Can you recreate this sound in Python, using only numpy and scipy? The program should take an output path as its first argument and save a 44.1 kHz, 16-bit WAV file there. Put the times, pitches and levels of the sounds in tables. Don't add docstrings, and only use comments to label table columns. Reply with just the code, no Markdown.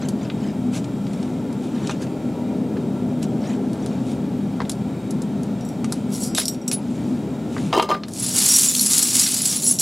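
import sys
import numpy as np
from scipy import signal
from scipy.fft import rfft, irfft, next_fast_len
from scipy.io import wavfile
from scipy.ndimage import uniform_filter1d

SR = 44100
rng = np.random.default_rng(int(sys.argv[2]) if len(sys.argv) > 2 else 0)


def transcribe(u):
    v = np.clip(np.atleast_2d(u).T, -1, 1)
    q = np.round(v * 32767).astype(np.int16)
    wavfile.write(sys.argv[1], SR, q)


N = 432641


def flame():
    # f/Hz, density/dB
    roar = [(15, -89), (25, -64), (52, -31), (123, -4.5), (242, -0.5), (354, -13), (394, -11), (439, -15.5),
            (863, -22), (1040, -31), (1840, -37.5), (2280, -39), (4740, -44), (8360, -48), (16000, -61)]
    # f/Hz, width/Hz, lift/dB (negative: a notch between modes)
    resonances = [(67, 10, 7.5), (202, 10, 6), (218, 7, 4), (231, 7, -9), (248, 11, 8.5), (277, 12, 4),
                  (297, 7, -4), (307, 6, 7), (328, 24, 3), (375, 10, 3), (409, 7, 8), (420, 7, -5),
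                  (467, 6, -4), (478, 6, 7), (540, 14, 3), (605, 44, 2), (841, 13, -3), (958, 26, 4.5),
                  (1356, 103, 6), (2370, 230, 4), (3235, 110, 5), (3750, 105, 7.5), (7400, 270, 7),
                  (8560, 150, 6), (12700, 450, 6)]
    # f/Hz, coherence
    coherence = [(60, 0.97), (180, 1), (550, 1), (1650, 0.91), (4970, 0.95), (15000, 1)]
    # f/Hz, left minus right/dB
    balance = [(60, 1.5), (180, 1.4), (550, 1.6), (1650, 1.0), (4970, 0.46), (15000, 0.5)]
    # t/s, level/dB
    swell = [(0, 0), (1.2, -0.5), (2.1, 1), (2.8, 2), (3.6, 2.5), (4.4, 0), (5.6, -1.5), (7, -0.5)]
    rms_db, hop = -23.5, 2048
    frames, hz = N // hop + 5, np.fft.rfftfreq(4 * hop, 1 / SR)
    left_re, left_im, other_re, other_im, patches, flicker = rng.standard_normal((frames, len(hz), 6)).T
    patches = evened(uniform_filter1d(uniform_filter1d(patches, 12, 0), 7, 1))
    flicker = evened(uniform_filter1d(flicker, 1200, 0))
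    waver = evened(uniform_filter1d(uniform_filter1d(left_re, 80, 0), 8, 1))
    middle = np.exp(-np.log2((hz + 1) / 500) ** 2)[:, None]
    swell_db = middle * np.interp(np.arange(frames) * hop / SR, *np.transpose(swell))
    lift_db = sum(db / (1 + (2 * (hz - f) / width) ** 2) for f, width, db in resonances)[:, None]
    level_db = read(roar, hz)[:, None] + lift_db * (1 + .15 * waver)
    level_db += .8 * patches + .25 * flicker + swell_db
    alike, lean = read(coherence, hz)[:, None], amp(read(balance, hz) / 2)[:, None]
    left = left_re + 1j * left_im
    right = alike * left + np.sqrt(1 - alike ** 2) * (other_re + 1j * other_im)
    spectra = np.array([left * lean, right / lean]) * amp(level_db)
    return amp(rms_db) * evened(signal.istft(spectra, nperseg=4 * hop, noverlap=3 * hop)[1][:, :N])


def scraps():
    # f/Hz, width/Hz, level/dB
    modes = [(3610, 30, -7), (3780, 30, -6), (4245, 14, -2), (4500, 8, -6), (5000, 10, -8), (5640, 7, 1),
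             (6330, 10, -6), (7000, 14, -4), (7165, 14, -4), (7680, 9, 0), (9190, 11, -6), (9450, 14, -5),
             (10320, 10, 0), (11300, 14, -6), (12100, 8, -5), (13300, 16, -9), (15400, 14, -12)]
    # t/s, crack/dB, first and second ringing pitch f/Hz, ring/dB, factor of damping by the hand
    clinks = [(3.2288, -22, 5640, 7680, -35, 3.4), (5.609, -33, 5640, 5640, -46, 0.62),
              (5.65, -33, 12100, 7680, -41, 0.71), (5.689, -28.5, 5640, 10300, -46, 1),
              (6.148, -24, 5640, 11300, -28, 3.6), (6.208, -42, 4540, 7680, -28, 0.59),
              (6.222, -40, 9250, 5641, -30, 0.6), (6.238, -36, 11300, 5000, -31, .8),
              (6.349, -12, 11300, 7560, -17, 3), (6.351, -30, 3780, 3780, -21, 1.4),
              (6.363, -17, 7680, 3780, -19, 1), (6.377, -18, 3780, 3610, -13, 1.1),
              (6.384, -6, 3800, 10300, -10, 2.6), (6.43, -30, 5641, 5641, -34, 1.5),
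              (6.455, -6, 12100, 5641, -22, 2.5), (6.481, -3.5, 7680, 5641, -13.5, 1.8),
              (6.483, -34, 12100, 12100, -23, 2), (6.546, -26, 3610, 5640, -38, 1.7),
              (6.615, -40, 7770, 5640, -36, 2.5), (6.678, -19, 5641, 7680, -13, 4.2),
              (6.715, -29, 10350, 12100, -29, 1.6), (6.730, -17, 10300, 10300, -14, 2.1),
              (8.136, -13, 7440, 10300, -33, 4.2), (8.1506, -19, 7680, 7680, -35, 3),
              (8.197, -18, 7680, 10300, -13, 3.4), (8.225, -22, 10300, 10240, -13, 1.5),
              (8.263, -8, 7710, 10300, -14, 2), (8.3856, -8, 7680, 10350, -14, 2.4),
              (8.57, -16, 7680, 5641, -13, 1.4), (8.685, -12, 7200, 7200, 2, 2.9),
              (8.75, 1, 4245, 7680, -5, 4.7), (8.794, 1, 13300, 4245, -2.5, 3.3),
              (8.81, -18, 9450, 11300, 1, 1.9), (8.861, 3, 7680, 10300, -3, 3.8),
              (8.91, -5, 7000, 10300, -10, 2), (8.933, 5, 7680, 9190, -8, 3),
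              (8.98, 6.5, 10400, 7100, -8, 3.5), (9.028, -6, 10300, 7680, -8, 2),
              (9.196, 9.5, 7600, 9000, -4, 1.7), (9.371, -7, 7000, 7680, -11, 3),
              (9.418, 0, 10300, 10300, -10, 3.1), (9.455, -2, 7680, 10570, -3, 2.2),
              (9.495, -24, 7680, 5641, -12, 1.6), (9.563, -15.5, 6750, 10300, -5, 6.4),
              (9.64, -13, 6900, 10300, -7, 2.6), (9.653, -17.5, 10320, 5641, -14, 0.83),
              (9.672, -15, 7680, 10300, -2.5, 1.63), (9.71, -31, 6230, 10400, 1.5, 4.7),
              (9.7875, -8, 7680, 5641, -8.5, 1.5)]
    # peak t/s, level/dB, swell/s, fade/s, relative level of heavier pieces/dB
    stirs = [(6.15, -34.5, 0.053, 0.057, -8), (6.24, -31.5, 0.1, 0.063, -32),
             (6.39, -23.5, 0.034, 0.067, -2), (6.5, -41, 0.034, 0.076, -5), (6.68, -26, 0.0026, 0.015, -8),
             (6.732, -29.5, 0.021, 0.03, -4), (8.28, -24, 0.17, 0.26, -7), (8.44, -12, 0.13, 0.48, -9),
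             (8.57, -7.5, 0.16, 0.15, -18), (8.68, -13.5, 0.082, 0.045, -12),
             (8.81, -14, 0.16, 0.14, -16.5), (8.98, -10.5, 0.18, 0.23, -10.5),
             (9.2, -9.5, 0.12, 0.13, -8.5), (9.33, -16.5, 0.11, 0.25, -8.5), (9.46, -16, 0.06, 0.15, -10),
             (9.56, -23.5, 0.097, 0.087, -7.5), (9.69, -18, 0.14, 0.11, -20), (9.8, -12, 0.009, .05, -25)]
    # f/Hz, density/dB
    rattle = [(2060, -25), (3500, -16), (5300, -9), (6100, -6), (7400, 0), (8200, -4), (10300, -2),
              (12000, -10), (13600, -19), (14600, -24), (15600, -21), (16500, -24)]
    # f/Hz, density/dB
    slide = [(470, -47), (800, -14), (846, -24), (987, -15), (1810, -15.5), (5280, -4), (5500, -9.5),
             (7150, -43), (12100, -120)]
    slips = amp(2.2 * evened(uniform_filter1d(rng.standard_normal(N), 300)))
    stir = strokes(stirs)
    heavy = strokes([(s, db + heavy_db, swell, fade) for s, db, swell, fade, heavy_db in stirs])
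    out = stir * slips * coloured(crackle(per_s=2000, spread_db=2.2, hiss=.6), rattle)
    out += heavy * slips * coloured(crackle(per_s=1500, spread_db=2.4, hiss=.8), slide)
    out += amp(-8) * chimes(modes, stir, per_s=45, damping=3.5)
    commonest = [(hz, width, db) for hz, width, db in modes if db >= 0]
    out += amp(-11) * chimes(commonest, stir, per_s=110, damping=3)
    return out + blows(clinks, modes, t60=.017, crack_octaves=1, ring_octaves=.042,
                       second_db=2.5, floor_db=-19)


def tin():
    # f/Hz, width/Hz, level/dB
    modes = [(409, 35, -1), (590, 40, -3), (850, 45, 0), (1000, 40, -3), (1197, 13, 2), (1553, 30, -6),
             (1810, 35, -9), (2150, 35, -6), (2770, 32, -8), (3130, 45, -8), (3880, 30, -11),
             (4180, 40, -11), (4930, 30, -12), (5110, 45, -11), (6370, 60, -14)]
    # t/s, crack/dB, first and second ringing pitch f/Hz, ring/dB, damping factor
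    knocks = [(7.729, -11, 940, 2140, -12.5, 0.88), (7.736, -18, 1200, 5110, -11, 0.94),
              (7.754, -27, 420, 3170, -8, 1.5), (7.767, -30, 860, 3880, -21, 1.3),
              (7.783, -19, 2770, 2770, -11, 1.1), (7.797, -8, 830, 3150, 5, 4.3),
              (7.824, -10.5, 3130, 5110, -10, 1.3), (7.889, -32, 690, 4230, -11.5, 2.2),
              (7.903, -16, 1180, 3130, -7.5, 1.2), (7.914, -9, 700, 1197, -4.5, 1),
              (7.947, -12, 494, 1553, -13.5, 2)]
    # peak t/s, level/dB, swell/s, fade/s
    drags = [(7.732, -7, 0.0055, 0.15), (7.82, -11, 0.099, 0.049), (7.893, -7, .008, 0.091)]
    # f/Hz, density/dB
    friction = [(180, -52), (300, -0.5), (1100, -3), (1200, -26), (2350, -31), (3090, -20.5), (14000, -40)]
    drag = strokes(drags)
    scrape = amp(-8) * drag * coloured(crackle(per_s=300, spread_db=4, hiss=.5), friction)
    chatter = amp(-12) * chimes(modes, drag, per_s=130, damping=2.5)
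    struck = blows(knocks, modes, t60=.03, crack_octaves=1.6, ring_octaves=.25,
                   second_db=-1.5, floor_db=-18)
    return struck + scrape + chatter


def scuffs():
    # peak t/s, level/dB, length/s, relative drive of the grit/dB
    moves = [(0.036, -59, 0.092, 15.5), (0.234, -55.5, 0.14, 7.5), (0.453, -55, 0.21, 6),
             (0.76, -36.5, .11, -6.5), (1.193, -54.5, 0.54, -2), (1.653, -51, .14, -6), (1.84, -51, 0.4, 4),
             (1.909, -41.5, 0.046, 3), (2.026, -43.5, 0.066, -3.5), (3.234, -43, 0.06, -3),
             (3.485, -49.5, 0.25, 2.5), (3.87, -55.5, 0.55, 0.5), (4.103, -46.5, 0.19, -25),
             (5.958, -49, 0.22, -30), (6.99, -53.5, 0.83, -5), (7.613, -44.5, 0.37, -13)]
    # f/Hz, density/dB
    cloth = [(1470, -25), (2500, -7), (4910, -13), (6350, -11), (6920, -10), (10200, -15.5), (16000, -43)]
    # f/Hz, density/dB
    grit = [(350, -30), (600, 9), (1720, -1), (1940, -17), (2890, -14), (4000, -7), (5200, -26),
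            (8800, -120)]
    # t/s, level/dB, f/Hz, thud/dB
    ticks = [(0.0225, -35, 2320, -33), (0.0862, -21.5, 6900, -34), (0.2998, -22, 1990, -48),
             (0.843, -30, 4000, -43), (1.068, -34, 3000, -38), (1.1328, -32.5, 4650, -35),
             (1.2286, -32, 4200, -43), (1.527, -35, 6500, -45), (1.8724, -23.5, 4300, -40),
             (1.8946, -22, 3250, -18), (2.0198, -31, 4760, -35), (2.068, -36, 3000, -30),
             (2.768, -33, 2490, -25), (3.7314, -31, 6100, -39), (3.861, -27, 6500, -34),
             (4.6032, -26.5, 2500, -12), (4.617, -32, 3710, -18), (4.6514, -30.5, 2300, -37),
             (4.6952, -13.5, 6100, -27), (4.716, -21, 7460, -48), (5.1071, -23.5, 8240, -45),
             (5.219, -27, 8190, -40), (5.432, -30, 8450, -45), (5.8439, -22, 4340, -26),
             (5.9229, -13, 7850, -20.5), (6.349, -17.5, 3880, -38), (6.3824, -15, 3900, -8.5),
             (6.714, -9.5, 4900, -25), (7.5646, -43, 5260, -18), (7.58, -28, 2260, -17.5),
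             (8.0352, -16, 2440, -25), (8.083, -22, 6940, -27)]
    rub, crunch = np.zeros((2, N + SR))
    for s, db, length, grit_db in moves:
        stroke = amp(db) * np.hanning(round(length * SR))
        add(rub, s + 1 - length / 2, stroke)
        add(crunch, s + 1 - length / 2, amp(grit_db) * stroke)
    rub, crunch = rub[SR:], crunch[SR:]
    out = rub * coloured(crackle(per_s=1100, spread_db=3.8, hiss=1), cloth)
    out += amp(2) * crunch * coloured(crackle(per_s=900, spread_db=1.2, hiss=1.5), grit)
    pebbles = [(hz, 95, 0) for hz in np.geomspace(1500, 7700, 24)]
    out += amp(3) * chimes(pebbles, crunch, per_s=40, damping=.87)
    for (s, db, hz, thud_db), noise in zip(ticks, rng.standard_normal((len(ticks), 3000))):
        add(out, s, amp(db) * crack(noise, hz, t60=.031, octaves=1.04))
        add(out, s, amp(thud_db) * crack(noise, hz=620, t60=.031, octaves=1.5))
    return out


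def blows(events, modes, t60, crack_octaves, ring_octaves, second_db, floor_db):
    out = np.zeros(N)
    for s, db, first_hz, second_hz, ring_db, damping in events:
        noise, centre_hz = rng.standard_normal(3000), np.sqrt(first_hz * second_hz)
        snap = crack(noise[::-1], centre_hz, t60=.0031, octaves=crack_octaves)
        add(out, s, amp(db + .5) * snap)
        add(out, s, amp(db) * crack(noise, centre_hz, t60, crack_octaves))
        ringing = ring(noise, modes, first_hz, second_hz, damping, ring_octaves, second_db, floor_db)
        add(out, s, amp(ring_db) * ringing)
    return out


def ring(noise, modes, first_hz, second_hz, damping, octaves, second_db, floor_db):
    flutter_db, flutter_per_s = 2, 163
    hz, width, db = np.transpose(modes)[:, :, None]
    t = np.arange(round(.3 * SR)) / SR
    first = amp(-6 * (np.log2(hz / first_hz) / octaves) ** 2)
    second = amp(second_db - 12 * (np.log2(hz / second_hz) / octaves) ** 2)
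    offsets = np.arange(len(hz))[:, None] * len(noise) // len(hz)
    flutter = np.interp(t * flutter_per_s + offsets, np.arange(len(noise)), noise)
    strength = amp(db + flutter_db * flutter) * (first + second + amp(floor_db))
    out = (strength * np.exp(-np.pi * damping * width * t) * np.sin(2 * np.pi * hz * t)).sum(0)
    out *= np.minimum(t / .0018, 1)
    return out / abs(out).max()


def crack(noise, hz, t60, octaves):
    band_hz = [hz / 2 ** octaves, min(hz * 2 ** octaves, 10800)]
    burst = signal.sosfilt(signal.butter(4, band_hz, "bandpass", fs=SR, output="sos"), noise)[200:]
    t = np.arange(len(burst)) / SR
    rise = np.minimum(t / .0004, 1)
    return burst * rise * amp(-60 * t / t60) / (1.77 * np.std(burst))


def chimes(modes, drive, per_s, damping):
    start, out = np.argmax(drive > 0), np.zeros(N)
    for hz, width, db in modes:
        strikes = rng.standard_normal(N - start) * (rng.random(N - start) < per_s / SR) * drive[start:]
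        radius, turn = np.exp(-np.pi * damping * width / SR), 2 * np.pi * hz / SR
        poles = [1, -2 * radius * np.cos(turn), radius ** 2]
        out[start:] += amp(db) * signal.lfilter([0, np.sin(turn)], poles, strikes)
    return out


def crackle(per_s, spread_db, hiss):
    sizes = amp(spread_db * np.minimum(rng.exponential(1, N), 4)) * (rng.random(N) < per_s / SR)
    puffs = signal.lfilter([1], [1, -.97], sizes)
    return (evened(puffs) + hiss) * rng.standard_normal(N)


def strokes(rows):
    drop_db = 20
    power = np.zeros(N)
    for s, db, swell, fade, *_ in rows:
        t = np.arange(-2 * swell, 2 * fade, 1 / SR)
        arch = (t / np.where(t < 0, swell, fade)) ** 2
        add(power, s + t[0], amp(db - drop_db * arch) ** 2)
    return np.sqrt(power)


def yard(x):
    # f/Hz, gain of the opposed part/dB
    width = [(60, -18), (150, -21), (380, -21), (950, -30), (2380, -59), (4500, -73), (8000, -27.5),
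             (15000, -17.5)]
    t60, t = .12, np.arange(4096) / SR
    taps = rng.standard_normal((2, len(t))) * (rng.random((2, len(t))) < .05)
    taps *= amp(-60 * t / t60) * (t > .002)
    taps /= np.linalg.norm(taps, axis=1)[:, None]
    opposed = irfft(rfft(taps[1]) * amp(read(width, np.fft.rfftfreq(len(t), 1 / SR))))
    response = amp(-9) * taps[0] + np.array([opposed, -opposed])
    return signal.oaconvolve(x[None], response, axes=1)[:, :N]


def coloured(x, spectrum):
    size = next_fast_len(len(x))
    gain = amp(read(spectrum, np.fft.rfftfreq(size, 1 / SR)))
    return evened(irfft(rfft(x, size) * gain, size)[:len(x)])


def amp(db):
    return 10 ** (np.asarray(db) / 20)


def evened(x):
    return x / np.sqrt(np.mean(x ** 2) + 1e-20)


def read(points, hz):
    f, value = np.transpose(points)
    return np.interp(np.log(hz + 1), np.log(f + 1), value)


def add(mix, s, sound):
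    part = mix[round(s * SR):][:len(sound)]
    part += sound[:len(part)]


def scene():
    steps, metal, pan = scuffs(), scraps(), tin()
    balance = [.9, .35, 1.1]
    placed = sum(x * amp([[db / 2], [-db / 2]]) for x, db in zip((steps, metal, pan), balance))
    return flame() + placed + yard(steps + metal + pan)


def record(dry):
    hop, threshold_db, slope, attack_share, recover_db_per_s = 256, -13.5, .42, .66, 8
    low_cut_hz, band_limit_hz = 45, 15900
    dry = signal.sosfilt(signal.butter(2, low_cut_hz, "highpass", fs=SR, output="sos"), dry)
    peaks = abs(dry[:, :N // hop * hop]).reshape(2, -1, hop).max((0, 2))
    excess_db = np.maximum(20 * np.log10(peaks + 1e-9) - threshold_db, 0)
    cut_db = [0.]
    for wanted in slope * excess_db:
        last = cut_db[-1]
        if wanted > last:
            cut_db.append(last + attack_share * (wanted - last))
        else:
            cut_db.append(max(last - recover_db_per_s * hop / SR, 0))
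    ducked = dry / amp(np.interp(np.arange(N), np.arange(len(cut_db)) * hop, cut_db))
    rounded = np.tanh(ducked)
    lowpass = signal.firwin(511, band_limit_hz, window=("kaiser", 9), fs=SR)
    return signal.oaconvolve(rounded, lowpass[None], "same")


dry = scene()
out = record(dry)
transcribe(out)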